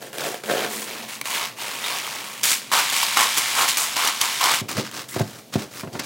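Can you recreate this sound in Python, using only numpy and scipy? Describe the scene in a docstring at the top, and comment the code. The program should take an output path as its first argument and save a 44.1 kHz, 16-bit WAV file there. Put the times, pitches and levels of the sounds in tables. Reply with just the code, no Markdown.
"""Cabbage and salt in a small kitchen

A head of cabbage is torn in two: the core cracks, then the crisp ribs part. A salt mill is twisted
back and forth, crushing crystals over a steel bowl. Both hands then press the wet leaves down, and
the bowl thumps softly on the counter. Each crunch is a stream of tiny breaks, with a few loud ones."""
import sys
import numpy as np
from scipy import signal
from scipy.fft import rfft, irfft, next_fast_len
from scipy.io import wavfile
from scipy.ndimage import uniform_filter1d

SR = 44100
rng = np.random.default_rng(int(sys.argv[2]) if len(sys.argv) > 2 else 0)


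def generate_wav(signal):
    """Clip the signal to [-1, 1] and save it as 16-bit WAV at the path in sys.argv[1]."""
    frames = np.transpose(np.atleast_2d(signal))
    scaled = np.clip(frames, -1, 1) * 32767
    pcm = np.round(scaled).astype(np.int16)
    wavfile.write(sys.argv[1], SR, pcm)


N = 266805
TIME = np.arange(N) / SR


def from_db(db):
    """Decibels to gain."""
    return 10 ** (np.asarray(db) / 20)


def unit_rms(x):
    """Scale to rms 1."""
    return x / np.sqrt(np.mean(x ** 2) + 1e-20)


def low_pass(x, hz, order=2):
    """Butterworth treble cut."""
    return signal.sosfilt(signal.butter(order, min(hz, SR / 2 - 1), fs=SR, output="sos"), x)


def high_pass(x, hz, order=2):
    """Butterworth bass cut."""
    return signal.sosfilt(signal.butter(order, hz, "high", fs=SR, output="sos"), x)


def colour(x, spectrum, size=2048):
    """Minimum-phase filter of unit energy; the spectrum sets shape only."""
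    hz, db = np.transpose(spectrum)
    grid_hz = np.maximum(np.arange(size // 2 + 1) * SR / size, 1)
    magnitude = from_db(np.interp(np.log(grid_hz), np.log(hz), db))
    cepstrum = irfft(np.log(magnitude))
    cepstrum[1:size // 2] *= 2
    cepstrum[size // 2 + 1:] = 0
    response = irfft(np.exp(rfft(cepstrum)))
    return signal.oaconvolve(x, response / np.linalg.norm(response))[:len(x)]


def place(out, start_s, sound, peak_db):
    """Mix a sound in at the given time and peak."""
    start = max(round(start_s * SR), 0)
    span = out[start:start + len(sound)]
    span += from_db(peak_db) * sound[:len(span)] / np.abs(sound).max()


def gain_curve(points):
    """Gain through (time_s, level_db) points, closing within 5 ms outside them."""
    time_s, level_db = np.transpose(points)
    gate = np.interp(TIME, [time_s[0] - .005, time_s[0], time_s[-1], time_s[-1] + .005], [0, 1, 1, 0])
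    return gate * from_db(np.interp(TIME, time_s, level_db))


def efforts(moves, drift_db_per_s, release_db_per_s, size=SR):
    """Hand moves build, drift and die away; one gain curve per level column."""
    power, age_s = np.zeros((3, N + size)), TIME[:size]
    for start_s, rise_s, length_s, *levels_db in moves:
        change_db = drift_db_per_s * age_s - release_db_per_s * np.maximum(age_s - length_s, 0)
        envelope = np.minimum(age_s / rise_s, 1) * from_db(change_db)
        start = max(round(start_s * SR), 0)
        power[:, start:start + size] += np.outer(from_db(levels_db), envelope) ** 2
    return np.sqrt(power[:, :N])


def crackle(gain, spectrum, per_s, spread_db, fray_t60_s, ring_hz, ring_gain, pitches=14, size=600):
    """Tiny breaks of uneven size; each clicks, frays and rings briefly at a pitch within ring_hz."""
    first, last = np.flatnonzero(gain)[[0, -1]]
    length, t = last - first, TIME[:size]
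    clicks, rings = np.zeros((2, length))
    for hz in np.geomspace(*ring_hz, pitches):
        count = rng.poisson(per_s * length / SR / pitches)
        size_db = spread_db * np.minimum(rng.exponential(1, count), 4)
        strength = from_db(size_db) * rng.choice([-1, 1], count)
        train = np.bincount(rng.integers(0, length, count), strength, length)
        ring = np.sin(2 * np.pi * hz * t) * from_db(-60 * t * hz / 14)  # t60 of 14 cycles
        clicks += train
        rings += signal.oaconvolve(train, ring / np.linalg.norm(ring))[:length]
    fray_power = signal.lfilter([1], [1, -from_db(-120 / (fray_t60_s * SR))], clicks ** 2 + 1e-18)
    fraying = np.sqrt(fray_power) * rng.standard_normal(length)
    stream = 0.91 * unit_rms(clicks) + unit_rms(fraying) + ring_gain * unit_rms(rings)
    stream = unit_rms(colour(stream, spectrum))
    # even out the loudness so that it swells and fades with the gain
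    stream /= np.sqrt(uniform_filter1d(stream ** 2, size) + .02)
    return gain * np.pad(stream, (first, N - last))


def avalanches(per_s, fade_s, floor):
    """One break sets off its neighbours: activity jumps, then dies back; a gain near 1."""
    triggers = (rng.random(N) < per_s / SR) * rng.uniform(0.57, 1, N)
    energy = signal.lfilter([1], [1, -np.exp(-1 / (fade_s * SR))], triggers)
    energy = energy / energy.mean() + floor
    return np.sqrt(energy / uniform_filter1d(energy, size=1500))


def fracture(t60_s, ragged, size):
    """A sharp release and a ragged tail as the crack runs out; unit energy."""
    burst = ragged * rng.standard_normal(size) * from_db(-60 * TIME[:size] / t60_s)
    burst[0] = 1
    return burst / np.linalg.norm(burst)


def big_breaks(breaks, crack_spectrum, splinter_spectrum, body_spectrum, splinter_db, crumble_db):
    """Single loud breaks: bright crack, splinters, ringing shard and the knock of the body."""
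    snap_t60_s, crumble_t60_s, shard_t60_s = .012, .045, .03
    size = 3000
    out, t = np.zeros(N), TIME[:size]
    fade = from_db(-60 * t / snap_t60_s) + from_db(crumble_db - 60 * t / crumble_t60_s)
    for start_s, peak_db, body_db in breaks:
        crack_noise, splinter_noise = fade * rng.laplace(size=(2, size))
        crack = unit_rms(colour(crack_noise, crack_spectrum))
        splinters = from_db(splinter_db) * unit_rms(colour(splinter_noise, splinter_spectrum))
        shard_hz = rng.uniform(2100, 3600)
        ring = np.sin(2 * np.pi * shard_hz * t) * from_db(-60 * t / shard_t60_s)
        shard = from_db(-6) * unit_rms(ring)
        jolt = fracture(snap_t60_s, ragged=0.37, size=size)
        knock = from_db(body_db) * unit_rms(colour(jolt, body_spectrum))
        place(out, start_s, crack + splinters + shard + knock, peak_db)
    return out


# kitchen background: freq_hz, density_db
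HUM_SPECTRUM = [(25, -25), (55, -3), (85, -28), (120, 4.5), (170, -6), (220, 2.5), (330, -4.5), (600, -3.5),
                (1200, -19.5), (4000, -16.5), (16000, -24)]


def kitchen_hum(level_db):
    """Steady low room noise."""
    return from_db(level_db) * unit_rms(colour(rng.standard_normal(N), HUM_SPECTRUM))


# pulls that open the split: start_s, rise_s, length_s, core_db, ribs_db, leaves_db
CABBAGE_PULLS = [(0.0, 0.023, 0.068, -40, -42.5, -42), (0.125, 0.015, .05, -38, -40.5, -39),
                 (0.165, 0.039, 0.085, -31, -31, -34.5), (0.235, 0.031, 0.045, -28.5, -32, -31.5),
                 (0.30, 0.016, .055, -41, -37.5, -40.5), (0.433, .006, .04, -38, -38, -39),
                 (0.472, 0.035, 0.064, -20.5, -28, -32.5), (0.55, 0.028, 0.1, -27, -28, -46),
                 (0.69, 0.021, 0.14, -38.5, -34, -30), (0.85, 0.032, 0.19, -40.5, -34.5, -52),
                 (1.075, 0.015, 0.076, -61, -34.5, -36.5), (1.235, 0.033, 0.14, -62, -29.5, -30),
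                 (1.295, 0.051, 0.15, -41.5, -26, -36), (1.555, 0.063, 0.33, -42.5, -30, -34),
                 (1.81, 0.06, .19, -42, -26.5, -32.5), (2.01, .04, .21, -44.5, -31, -36.5),
                 (2.23, 0.018, 0.18, -50, -36, -38)]
# breaking core, ribs and thin leaves: freq_hz, density_db
CORE_SPECTRUM = [(70, -39), (130, -6.5), (215, -1.5), (320, -0.5), (500, 3.5), (720, 4), (1000, -6.5),
                 (1700, 4.5), (4000, -61)]
RIB_SPECTRUM = [(250, -48), (600, -8.5), (1000, -1), (1500, -5.5), (2150, 0), (2900, 0), (4500, -2.5),
                (7000, -4.5), (10000, -9), (16000, -12)]
LEAF_SPECTRUM = [(2500, -54), (5500, -5.5), (8000, 0.5), (10000, -0.5), (13000, -5), (16000, 1.5)]


def tearing(spread_db=3.2):
    """The thick core gives way in dull pops, ribs crackle and thin leaves brush apart."""
    core, ribs, leaves = efforts(CABBAGE_PULLS, drift_db_per_s=-12.5, release_db_per_s=180)
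    pops = crackle(core, CORE_SPECTRUM, per_s=400, spread_db=spread_db,
                   fray_t60_s=0.0016, ring_hz=(358, 860), ring_gain=0.43)
    crunch = crackle(ribs, RIB_SPECTRUM, per_s=1900, spread_db=spread_db,
                     fray_t60_s=0.045, ring_hz=(930, 6800), ring_gain=0.82)
    rustle = crackle(leaves, LEAF_SPECTRUM, per_s=2300, spread_db=spread_db,
                     fray_t60_s=0.0092, ring_hz=(6950, 14900), ring_gain=1.0)
    tear = pops + from_db(1) * crunch + from_db(-2.5) * rustle
    return tear * avalanches(per_s=70, fade_s=0.014, floor=0.9)


# single ribs breaking: start_s, peak_db, core_vs_crack_db
RIB_BREAKS = [(0.022, -26, 2), (0.130, -22, -8), (0.183, -15.5, -2), (0.343, -16.5, 8), (0.437, -19, 6),
              (0.512, -14, 3), (0.647, -16, 8), (0.745, -18, -15), (0.827, -21, -15), (1.213, -10, -12),
              (1.256, -14, -8), (1.298, -17, -12), (1.314, -15, -12), (1.455, -17, -12), (1.842, -16, -12),
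              (1.963, -17, -12), (2.067, -17, -12), (2.158, -17, -10), (4.689, -16, -6), (4.714, -17, -12),
              (4.914, -20, -15), (5.089, -25, -15), (5.196, -15, -1), (5.540, -18, -8), (5.809, -22, -15),
              (5.996, -13, -8)]


def rib_snaps():
    """Ribs snap under pulling or pressing, each with a dull knock of the core."""
    return big_breaks(RIB_BREAKS, RIB_SPECTRUM, LEAF_SPECTRUM, CORE_SPECTRUM,
                      splinter_db=-5, crumble_db=-42)


# drag on the cutting board: time_s, level_db
BOARD_DRAG = [(0.46, -39), (0.6, -39), (0.8, -37), (1.05, -44), (1.13, -50)]
# board resonance: freq_hz, density_db
BOARD_SPECTRUM = [(120, -20), (185, -28), (218, 1.5), (255, -24), (400, -25)]


def board_groan():
    """The cutting board groans as the halves drag over it."""
    return gain_curve(BOARD_DRAG) * unit_rms(colour(rng.standard_normal(N), BOARD_SPECTRUM))


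# wet leaf sliding on leaf: start_s, length_s, start_pitch_hz, peak_db
LEAF_SLIPS = [(1.832, 0.03, 3540, -25), (5.114, 0.03, 1930, -37)]


def leaf_squeaks(rise_hz_per_s=12000, jitter=0.047):
    """Brief, unsteady stick-slip tones that rise as the leaves slide faster."""
    out = np.zeros(N)
    for start_s, length_s, start_pitch_hz, peak_db in LEAF_SLIPS:
        t = TIME[:int(length_s * SR)]
        waver = unit_rms(low_pass(rng.standard_normal(N), hz=500))[:len(t)]
        pitch_hz = (start_pitch_hz + rise_hz_per_s * t) * (1 + jitter * waver)
        tone = np.sin(2 * np.pi * np.cumsum(pitch_hz) / SR)
        place(out, start_s, np.sin(np.pi * t / length_s) * tone, peak_db)
    return out


# forward strokes load the burr, return strokes mostly shed grit:
# start_s, rise_s, length_s, burr_db, crush_db, grit_db
MILL_STROKES = [(2.427, 0.014, 0.1, -47, -22, -22.5), (2.714, .012, 0.077, -22, -20.5, -28),
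                (2.922, .012, 0.11, -40, -26, -31), (3.16, 0.0092, 0.076, -22.5, -21.5, -26.5),
                (3.355, 0.018, 0.041, -32.5, -45, -26), (3.553, 0.027, 0.079, -22, -23, -26),
                (3.672, .012, 0.025, -41, -21.5, -24), (3.768, .008, 0.071, -32, -29.5, -25),
                (3.958, 0.01, 0.13, -27, -24.5, -33.5), (4.204, 0.011, 0.045, -28, -27.5, -31),
                (4.402, 0.0099, 0.12, -23, -22.5, -48), (4.53, 0.0091, 0.016, -42, -22.5, -27)]
# steady pressure, crumbling salt between strokes: time_s, crush_db
STEADY_PRESSURE = [(2.43, -37), (2.70, -41.5), (2.80, -25.5), (3.50, -24.5), (3.80, -29), (3.93, -29.5),
                   (4.17, -30.5), (4.29, -26), (4.612, -30)]


def mill_effort(stop_s=4.612, fade_s=.008):
    """Strokes ride on steady pressure until the mill stops; gains of burr, crushing and grit."""
    strokes = efforts(MILL_STROKES, drift_db_per_s=9, release_db_per_s=240)
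    steady = np.outer(from_db([-10.5, 0, -8.5]), gain_curve(STEADY_PRESSURE))
    return np.hypot(strokes, steady) * np.clip(1 - (TIME - stop_s) / fade_s, 0, 1)


# big crystals bursting in the burr: start_s, peak_db, mill_vs_crack_db
CRYSTAL_BURSTS = [(2.433, -9, -15), (2.439, -5, -17), (2.454, -7, -15), (2.516, -4, -10), (2.717, -8, 5),
                  (2.733, -7, 2), (2.788, -9, 2), (2.899, -13, -10), (2.926, -9, 3), (2.964, -6, -8),
                  (2.974, -8, -15), (3.030, -5, 1), (3.171, -2, 9), (3.192, -6, 2), (3.207, -6, -5),
                  (3.374, -7, -10), (3.381, -5, -14), (3.552, -11, -4), (3.687, -6, -8), (3.771, -5, -12),
                  (3.781, -8, -12), (3.966, -9, 3), (4.049, -9, -4), (4.074, -6, -10), (4.213, -3, -12),
                  (4.256, -12, -3), (4.412, -8, 2), (4.440, -5, 0), (4.457, -5, 2), (4.515, -8, 2)]
# mill body, crushed salt and fine grit: freq_hz, density_db
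MILL_SPECTRUM = [(150, -28), (350, -18), (600, -13), (800, -5), (1080, 1), (1300, -3), (1650, -8),
                 (2400, -16), (5000, -35)]
SALT_SPECTRUM = [(400, -16.5), (1000, -3), (1750, -1.5), (2250, 2.5), (2600, 0.5), (2950, 3), (4200, 1.5),
                 (5600, 1.5), (7500, -0.5), (10000, -5), (16000, -12)]
GRIT_SPECTRUM = [(3000, -14), (6000, -2.5), (8200, -2.5), (10500, -5), (13000, -7.5), (16000, -5)]


def grinding(spread_db=3.4):
    """The burr knocks the hollow mill while crystals burst and crumble to grit."""
    burr, crush, grit = mill_effort()
    knocks = crackle(burr, MILL_SPECTRUM, per_s=520, spread_db=spread_db,
                     fray_t60_s=0.03, ring_hz=(1010, 1200), ring_gain=0.043)
    crunch = crackle(crush, SALT_SPECTRUM, per_s=2400, spread_db=spread_db,
                     fray_t60_s=0.036, ring_hz=(1970, 5630), ring_gain=0.6)
    fizz = crackle(grit, GRIT_SPECTRUM, per_s=3500, spread_db=spread_db,
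                   fray_t60_s=0.011, ring_hz=(7100, 14900), ring_gain=1.0)
    bursts = big_breaks(CRYSTAL_BURSTS, SALT_SPECTRUM, GRIT_SPECTRUM, MILL_SPECTRUM,
                        splinter_db=0.5, crumble_db=4)
    grind = (knocks + crunch + from_db(0.5) * fizz) * avalanches(per_s=70, fade_s=0.0078, floor=5.0)
    return high_pass(grind + bursts, hz=122)


# presses on the heap: start_s, rise_s, length_s, palms_db, wet_db, leaves_db
HAND_PRESSES = [(4.612, 0.0092, 0.04, -37, -74, -63), (4.68, 0.0098, 0.046, -35, -33, -34.5),
                (4.745, 0.039, 0.052, -23.5, -28.5, -35), (4.84, 0.0099, 0.031, -52, -37, -46),
                (4.91, 0.047, 0.099, -39.5, -35, -39), (5.08, 0.0084, 0.052, -50, -45, -36.5),
                (5.125, 0.015, 0.064, -39, -36.5, -39), (5.192, 0.0033, 0.0093, -25.5, -35, -39),
                (5.235, 0.036, .16, -44.5, -45.5, -46.5), (5.52, .02, .027, -36, -34, -38),
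                (5.57, 0.023, 0.062, -33, -38.5, -42.5), (5.69, 0.099, 0.11, -40.5, -38, -38),
                (5.83, .01, 0.051, -35.5, -70, -67), (5.915, 0.022, 0.064, -33.5, -43.5, -47),
                (5.987, 0.0066, 0.011, -31.5, -32, -55), (6.03, .01, .02, -48, -37.5, -39)]
# wet leaves and kneading palms: freq_hz, density_db
SQUELCH_SPECTRUM = [(300, -12), (700, -2), (1200, 4.5), (2100, 3), (3200, 2), (5000, 3.5), (7000, -0.5),
                    (10000, -12.5), (16000, -17)]
PALM_SPECTRUM = [(30, -8), (65, -23), (110, -1), (160, -3), (215, -1), (300, 0), (390, -2), (520, -6),
                 (900, -10.5), (2000, -64)]


def pressing(spread_db=3.2):
    """Palms knead the heap; wet leaves squeeze and slip over one another in spurts."""
    palms, wet, leaves = efforts(HAND_PRESSES, drift_db_per_s=-13, release_db_per_s=290)
    squelch = crackle(wet, SQUELCH_SPECTRUM, per_s=1300, spread_db=spread_db,
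                      fray_t60_s=0.042, ring_hz=(1100, 6350), ring_gain=0.35)
    rustle = crackle(leaves, LEAF_SPECTRUM, per_s=2100, spread_db=spread_db,
                     fray_t60_s=0.0097, ring_hz=(7000, 15000), ring_gain=0.45)
    kneading = crackle(palms, PALM_SPECTRUM, per_s=320, spread_db=-1.5,
                       fray_t60_s=0.015, ring_hz=(202, 430), ring_gain=0.059)
    spurts = avalanches(per_s=61, fade_s=0.0092, floor=0.68)
    return (from_db(3) * squelch + from_db(0.7) * rustle) * spurts + from_db(-1.5) * kneading


# shoves that seat the bowl on the counter: start_s, peak_db, pitch_hz, cutoff_hz
BOWL_SHOVES = [(4.615, -20.5, 170, 400), (4.779, -14.5, 195, 704), (4.793, -31, 150, 500),
               (5.163, -13, 360, 1500), (5.207, -9.5, 139, 796), (5.556, -8, 257, 607),
               (5.596, -35, 250, 500), (5.834, -19, 275, 1400), (5.874, -21.5, 230, 1300),
               (5.952, -19, 304, 1400)]
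# modes of the full bowl, damped by leaves: freq_hz, level_db, t60_s
BOWL_MODES = [(114, -3.5, 0.073), (157, -1, 0.05), (210, -3.5, 0.091), (256, -3.5, 0.058),
              (375.5, -2.5, 0.075), (487, -6.5, 0.044), (610, -1, 0.054), (675, -1.5, 0.08),
              (1050, -6, .05), (1390, -4, .05), (1790, -13, .04)]


def bowl_thumps(slap_db=4, slap_t60_s=0.062, off_pitch_db=-10, size=12000):
    """Each shove rings mainly the modes near its pitch, under a slap, with its own brightness."""
    out, t = np.zeros(N), TIME[:size]
    mode_hz, mode_db, t60_s = np.transpose(BOWL_MODES)[:, :, None]
    for start_s, peak_db, pitch_hz, cutoff_hz in BOWL_SHOVES:
        distance_oct = np.minimum(np.abs(np.log2(mode_hz / pitch_hz)), 1)
        strength_db = mode_db + off_pitch_db * distance_oct + rng.normal(0, 1, mode_hz.shape)
        rings = from_db(strength_db - 60 * t / t60_s) * np.sin(2 * np.pi * mode_hz * t)
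        slap = from_db(slap_db - 60 * t / slap_t60_s) * rng.standard_normal(size)
        thump = low_pass(rings.sum(0) + slap, cutoff_hz)
        # a small bowl radiates almost nothing below its lowest mode
        place(out, start_s, high_pass(thump, hz=99, order=4), peak_db)
    return out


def reflections(x, level_db=-17, t60_s=0.28, delay_s=.004, size=20000):
    """Diffuse reflections from cupboards and tiles."""
    t = TIME[:size]
    tail = low_pass(rng.standard_normal(size), hz=4950, order=1)
    tail *= from_db(-60 * t / t60_s) * (t > delay_s)
    return from_db(level_db) * signal.oaconvolve(x, tail / np.linalg.norm(tail))[:N]


def stereo_ports(x, side_db=-12.5, phase_rad=1.77, low_hz=90, high_hz=820):
    """Two microphone ports hear the bass slightly out of step, and dull reflections in antiphase."""
    size = next_fast_len(N)
    hz = np.arange(size // 2 + 1) * SR / size
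    band = hz / (hz + low_hz) / np.sqrt(1 + (hz / high_hz) ** 6)
    side = irfft(rfft(x, size) * band * from_db(side_db) * np.exp(-1j * phase_rad), size)[:N]
    side += from_db(-30) * low_pass(reflections(x), hz=3250, order=1)
    return np.array([x + side, x - side])


def scene():
    """All sources close by and straight ahead, in the hum of the kitchen."""
    cabbage = rib_snaps() + tearing() + board_groan()
    close = cabbage + grinding() + pressing() + leaf_squeaks() + bowl_thumps()
    hum = kitchen_hum(level_db=-47)
    return stereo_ports(close + reflections(close) + hum)


def record(dry):
    """Deep bass roll-off and a steep top cut."""
    top_cut = signal.ellip(12, .1, 80, 15900, fs=SR, output="sos")
    return signal.sosfilt(top_cut, high_pass(dry, hz=80, order=3))


dry = scene()
out = record(dry)
generate_wav(out)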